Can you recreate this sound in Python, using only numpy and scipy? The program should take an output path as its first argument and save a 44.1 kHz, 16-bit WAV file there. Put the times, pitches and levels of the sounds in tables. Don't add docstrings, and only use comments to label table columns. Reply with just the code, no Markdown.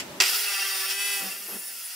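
import sys
import numpy as np
from scipy import signal
from scipy.fft import rfft, irfft
from scipy.io import wavfile

SR = 44100
rng = np.random.default_rng(int(sys.argv[2]) if len(sys.argv) > 2 else 0)


def wav_out(sig):
    wavfile.write(sys.argv[1], SR, np.round(np.clip(np.atleast_2d(sig).T, -1, 1) * 32767).astype(np.int16))


N = 85995
TIME_S = np.arange(N) / SR
BINS_HZ = np.maximum(np.arange(N // 2 + 1) * SR / N, 1)

# (frequency [Hz], side gain [dB])
SIDE_SPECTRUM = [(60, -20), (250, -21.5), (500, -16.5), (1000, -12), (2000, -6.5), (4000, -9), (8000, -6.5),
                 (14000, -7.5)]
# (frequency [Hz], gain [dB])
SHOP_SPECTRUM = [(18, -63), (30, -30), (189, -6.5), (404, -5.5), (473, -16), (584, -2.5), (760, -18.5),
                 (844, -8), (1070, -15), (4080, -21), (16000, -31.5)]
# (frequency [Hz], gain [dB])
CRACK_SPECTRUM = [(30, -48), (120, -46), (350, -19), (700, -11.5), (1500, -3.5), (2700, 2), (5200, -12.5),
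                  (7500, -7), (10000, -10), (16000, -18)]
# (frequency [Hz], bandwidth [Hz], gain [dB])
TUBE_MODES = [(752, 25, -9), (950, 44, -8), (1394, 32, -1), (1855, 150, -5), (1932, 210, -1.5),
              (2593, 97, -0.5), (2789, 102, 0), (2953, 74, -5), (3315, 61, 0), (4150, 330, -9),
              (4790, 220, -2.5), (5180, 45, 0), (5640, 270, -4), (7520, 180, -6)]
# (time [s], relative level [dB])
LANDING_BLOWS = [(0.2015, -4), (0.2026, 3.5), (.2049, -3), (0.2084, -1), (0.2096, 0), (0.2122, -4),
                 (0.219, -14), (0.2209, -1.5), (0.2264, -17), (0.2317, -15), (0.2385, -4), (.2545, -26)]
# (time [s], rate [Hz])
KNOCK_RATE = [(.2, 191.3), (.3, 194.8), (.385, 206.3), (.45, 205.6), (.55, 197.6), (.66, 195.9),
              (.8, 192.8), (.89, 195.5), (1.03, 199.8), (1.1, 200.2), (1.2, 198.1), (1.28, 189.9),
              (1.364, 198.2), (1.45, 203.1), (1.61, 194.6), (1.7, 196.3), (1.95, 177.8)]
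# (time [s], relative level [dB])
GRIND_ENVELOPE = [(0.25, -24), (0.268, -24), (0.32, -26.5), (0.362, -25.5), (0.406, -29.5), (0.632, -31),
                  (0.646, -32), (0.856, -30.5), (0.874, -37), (0.908, -26.5), (0.94, -34.5), (1.092, -32.5),
                  (1.304, -38.5), (1.32, -37), (1.376, -43.5), (1.542, -43.5), (1.664, -45), (1.95, -39)]
# (frequency [Hz], gain [dB])
RASP_SPECTRUM = [(150, -30), (330, -22), (700, -12), (1050, -17), (1400, -1.5), (2800, -3.5), (4000, -0.5),
                 (5000, 5), (5700, 0), (6400, -5), (9000, -4)]
# (time [s], relative level [dB])
HISS_ENVELOPE = [(0.25, -53), (0.272, -50), (0.286, -27), (0.42, -32.5), (0.466, -34), (0.95, -35),
                 (1.12, -33), (1.428, -39), (1.5, -37), (1.95, -38)]
# (frequency [Hz], gain [dB])
HISS_SPECTRUM = [(3000, -49.5), (6000, -11), (7300, -5.5), (8500, -3), (9500, 0.5), (10800, -0.5),
                 (13000, -6), (14300, 3), (15700, 0)]
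# (time [s], relative level [dB])
RUMBLE_ENVELOPE = [(.2, -57), (.25, -59), (.33, -44.5), (.45, -64.5), (.95, -64.5), (1.18, -54),
                   (1.27, -47), (1.33, -42.5), (1.38, -50), (1.46, -51), (1.56, -50), (1.63, -51),
                   (1.8, -57), (1.95, -68)]
# (frequency [Hz], gain [dB])
RUMBLE_SPECTRUM = [(25, -50), (100, -28), (150, -15), (190, -9.5), (260, -9.5), (450, -7.5), (700, -9),
                   (1500, -22.5)]
# (time [s], level [dB])
HUM_ENVELOPE = [(.2, -37), (.22, -41), (.25, -53.5), (.35, -51.5), (.45, -56), (.8, -54.5), (1.18, -53.5),
                (1.25, -78), (1.5, -60), (1.57, -56.5), (1.64, -73), (1.95, -82)]
# (time [s], level [dB])
DRONE_ENVELOPE = [(.2, -66), (.45, -75), (.85, -73), (1.2, -72), (1.265, -49), (1.34, -68), (1.48, -67.5),
                  (1.565, -49), (1.63, -75), (1.95, -88)]
# (time [s], level [dB])
BUZZ_ENVELOPE = [(.25, -43), (.4, -38.5), (.5, -34), (.62, -33), (.76, -36.5), (.92, -35), (1.2, -39),
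                 (1.31, -43), (1.37, -48), (1.55, -50), (1.7, -50.5), (1.95, -61)]
# (multiple of knock rate, weight in buzz [dB], weight in chatter [dB])
HARMONICS = [(3, -18, -21), (4, -10, -14), (5, -15.5, -18), (6, -5.5, -17), (7, -5.5, -8.5), (8, -5, -3.5),
             (9, -1.5, -13), (10, -2.5, -1), (11, -4, -12), (12, -7.5, -4.5), (13, -3.5, 2), (14, 1.5, -33),
             (15, -12, -5), (16, -2, -9), (17, -7, 5), (19, -5, -5), (23, -16, -3.5), (24, -2, -20),
             (28, 0.5, 1), (30, -4.5, -2), (34, -11, -6.5), (39, -31, -5)]
# (frequency [Hz], bandwidth [Hz], gain [dB])
WHEEL_MODES = [(9070, 730, 5.5), (10200, 280, 13), (11730, 200, 8.5), (13340, 130, -14.5)]
# (time [s], level re HISS_ENVELOPE [dB])
SINGING_ENVELOPE = [(.25, -13), (.4, -9), (.8, -10), (1.2, -4.5), (1.45, -9.5), (1.95, -6.5)]
# (start [s], end [s], multiple of knock rate, level [dB])
WHINE_SPELLS = [(0.32, 1.1, 49, -42), (.98, 1.21, 49, -39.5), (.68, 0.83, 48, -42.5),
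                (.34, 0.46, 70, -35.5), (0.657, 0.96, 74, -41), (1.0, 1.3, 71, -46),
                (1.47, 1.558, 57.5, -42), (1.1, 1.9, 68, -52), (2.1, 1.88, 76, -59), (2.4, 1.97, 73, -52),
                (1.6, 1.8, 28, -50.5), (1.17, 1.29, 4, -50)]
# (start [s], end [s], frequency [Hz], level [dB])
SQUEAL_SPELLS = [(0.471, 0.489, 2650, -31), (0.543, .63, 2580, -38.5), (0.614, 0.64, 2760, -30),
                 (1.236, 1.27, 10050, -44), (1.31, 1.339, 2700, -42), (1.37, 1.422, 11540, -45),
                 (1.524, 1.551, 2600, -47.5), (1.526, 1.706, 10000, -44.5), (1.845, 1.872, 9950, -41),
                 (1.919, 1.97, 10130, -58)]
# (start [s], end [s], level [dB])
SWELL_SPELLS = [(1.206, 1.274, -45), (1.483, 1.577, -46.5)]
# (frequency [Hz], gain [dB])
SWELL_SPECTRUM = [(25, -40), (70, -20), (130, -11), (200, 2), (450, 0), (900, -3.5), (1800, -5),
                  (4000, -35)]

BITE_S, BITE_RISE_S = 0.202, 0.004
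CHATTER_START_S, CHATTER_END_S, CHATTER_FADE_S = 0.94, 1.208, 0.15
FLUTTER_HZ, JITTER_HZ, WANDER_HZ = 40, 36.9, 21


def from_db(db):
    return 10 ** (np.asarray(db) / 20)


def unit_rms(x):
    return x / np.sqrt(np.mean(x ** 2) + 1e-20)


def curve(rows):
    return np.interp(TIME_S, *np.transpose(rows))


def shape(x, spectrum):
    hz, db = np.transpose(spectrum)
    return irfft(rfft(x) * from_db(np.interp(np.log(BINS_HZ), np.log(hz), db)), N)


def noise(spectrum):
    return unit_rms(shape(rng.standard_normal((2, N)), spectrum))


def drift(corner_hz, points=2048):
    rolloff = 1 + (BINS_HZ[:points // 2 + 1] / corner_hz) ** 2
    slow = irfft(rfft(rng.standard_normal(points)) / rolloff)
    return np.interp(TIME_S, np.linspace(0, TIME_S[-1], points), unit_rms(slow))


def gate(start_s, end_s, fade_s=0.026):
    return np.clip((TIME_S - start_s) / fade_s + .5, 0, 1) * np.clip((end_s - TIME_S) / fade_s + .5, 0, 1)


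def partial(cycles, wander_db):
    phase = 2 * np.pi * (cycles + rng.random())
    direct = unit_rms(from_db(wander_db * np.minimum(drift(WANDER_HZ), 1)) * np.sin(phase))
    reflection = drift(WANDER_HZ) * np.sin(phase) + drift(WANDER_HZ) * np.cos(phase)
    return np.array([direct, reflection])


def stereo(pair, room_db):
    direct, room = pair
    side = from_db(room_db) * shape(room, SIDE_SPECTRUM)
    return np.array([direct + side, direct - side])


def tube(force):
    ring = 0
    for k, (hz, width_hz, db) in enumerate(TUBE_MODES):
        radius = np.exp(-np.pi * width_hz / SR)
        b = (1 - radius ** 2) / 2 * np.array([1, 0, -1])
        a = [1, -2 * radius * np.cos(2 * np.pi * hz / SR), radius ** 2]
        ring += (-1) ** k * from_db(db) * signal.lfilter(b, a, force + 1e-18)
    return ring


def workshop(clank_db=-31, decay_s=0.018, ambience_db=-43):
    metal = unit_rms(noise(CRACK_SPECTRUM) + unit_rms(tube(rng.standard_normal((2, N)))))
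    clank = from_db(clank_db) * np.exp(-TIME_S / decay_s) * metal
    return clank + from_db(ambience_db) * noise(SHOP_SPECTRUM) * gate(-1, BITE_S)


def landing():
    times_s, levels_db = np.transpose(LANDING_BLOWS)
    blows = np.zeros(N)
    blows[(times_s * SR).astype(int)] = from_db(levels_db)

    def bursts(decay_s):
        pole = np.exp(-2 / (decay_s * SR))
        power = signal.lfilter([1 - pole], [1, -pole], blows ** 2 + 1e-18)
        return noise(CRACK_SPECTRUM) * np.sqrt(power)

    ring = from_db(17.5) * tube(np.array([blows, blows * rng.choice([-1, 1], N)]))
    crack = from_db(-4.5) * bursts(decay_s=0.0024)
    tail = from_db(-0.5) * bursts(decay_s=0.038)
    return crack + ring + tail


def rumble():
    return from_db(curve(RUMBLE_ENVELOPE) - 5.5) * noise(RUMBLE_SPECTRUM)


def grit(cycles, grains_per_s=14000, spread_db=2.5, beat_depth=0.33, flutter_db=1.36):
    sizes = from_db(spread_db * np.minimum(rng.exponential(1, (2, N)), 5))
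    signs = rng.choice([-1, 1], (2, N))
    strikes = rng.random((2, N)) < grains_per_s / SR
    beat = 1 + beat_depth * (np.cos(4 * np.pi * cycles) + .5 * np.cos(2 * np.pi * cycles))
    return sizes * signs * strikes * beat * from_db(flutter_db * drift(FLUTTER_HZ))


def reflect(pair, decay_s=0.02):
    wash = rng.standard_normal((2, N)) * np.exp(-TIME_S / decay_s)
    wash /= np.sqrt(np.sum(wash ** 2, axis=1, keepdims=True))
    return pair + signal.fftconvolve(pair, wash, axes=1)[:, :N]


def grinding(cycles):
    rasp = from_db(-3.5) * unit_rms(shape(reflect(grit(cycles)), RASP_SPECTRUM))
    ring = from_db(-6.5) * unit_rms(tube(grit(cycles)))
    hiss = from_db(-2.54) * unit_rms(shape(reflect(grit(cycles)), HISS_SPECTRUM))
    return from_db(curve(GRIND_ENVELOPE)) * (rasp + ring) + from_db(curve(HISS_ENVELOPE)) * hiss


def drive(cycles, roughness=0.26):
    hum = from_db(curve(HUM_ENVELOPE)) * partial(2 * cycles, wander_db=3)
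    drone = from_db(curve(DRONE_ENVELOPE)) * partial(cycles, wander_db=6.5)
    buzz = sum(from_db(db) * partial(k * cycles, wander_db=5.5) * (1 + roughness * drift(FLUTTER_HZ))
               for k, db, _ in HARMONICS)
    duck = 1 - gate(CHATTER_START_S, CHATTER_END_S, CHATTER_FADE_S)
    whine = sum(from_db(db) * gate(start_s, end_s) * partial(k * cycles, wander_db=1)
                for start_s, end_s, k, db in WHINE_SPELLS)
    return hum + drone + from_db(curve(BUZZ_ENVELOPE)) * duck * unit_rms(buzz) + whine


def singing(cycles):
    tones, knock_hz = 0, curve(KNOCK_RATE)
    for k in range(32, 82):
        gain_db = sum(db / (1 + (2 * (k * knock_hz - hz) / width_hz) ** 2)
                      for hz, width_hz, db in WHEEL_MODES)
        tones += from_db(gain_db) * partial(k * cycles, wander_db=4)
    return from_db(curve(SINGING_ENVELOPE) + curve(HISS_ENVELOPE)) * unit_rms(tones)


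def squeals(waver_hz=25):
    tones = 0
    for start_s, end_s, hz, db in SQUEAL_SPELLS:
        cycles = np.cumsum(hz + waver_hz * drift(JITTER_HZ)) / SR
        tones += from_db(db) * gate(start_s, end_s) * partial(cycles, wander_db=3)
    return tones


def chatter(cycles, level_db=-32, slip_cycles=0.0027, roughness=0.1, rough_hz=122):
    cycles = cycles + slip_cycles * drift(rough_hz)
    knocks = unit_rms(sum(-from_db(db) * np.cos(2 * np.pi * k * cycles) for k, _, db in HARMONICS))
    echo = unit_rms(sum(from_db(db) * partial(k * cycles, wander_db=1) for k, _, db in HARMONICS))
    force = from_db(level_db) * gate(CHATTER_START_S, CHATTER_END_S, CHATTER_FADE_S)
    force *= 1 + roughness * drift(rough_hz)
    return force * np.array([knocks + 0.55 * echo[0], echo[1]])


def swells():
    envelope = sum(from_db(db) * gate(start_s, end_s) for start_s, end_s, db in SWELL_SPELLS)
    return envelope * noise(SWELL_SPECTRUM)


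def scene(jitter=0.002327, low_cut_hz=162, balance_db=0.08):
    cycles = np.cumsum(curve(KNOCK_RATE) * (1 + jitter * drift(JITTER_HZ))) / SR
    contact = np.clip((TIME_S - BITE_S) / BITE_RISE_S, 0, 1)
    cut = stereo(rumble() + grinding(cycles), room_db=0.5)
    cut += stereo(drive(cycles) + singing(cycles) + squeals(), room_db=-0.5)
    cut += stereo(chatter(cycles), room_db=-1)
    mix = signal.sosfilt(signal.butter(6, low_cut_hz, "high", fs=SR, output="sos"), contact * cut)
    mix += stereo(swells(), room_db=1.5)
    mix += stereo(landing(), room_db=0.5)
    mix += stereo(workshop(), room_db=7)
    return mix * from_db([[balance_db], [-balance_db]])


def record(dry):
    cutoff_hz = 15650
    clipped = 0.86 * np.tanh(dry / 0.74)
    return signal.sosfilt(signal.ellip(12, .1, 80, cutoff_hz, fs=SR, output="sos"), clipped)


dry = scene()
out = record(dry)
wav_out(out)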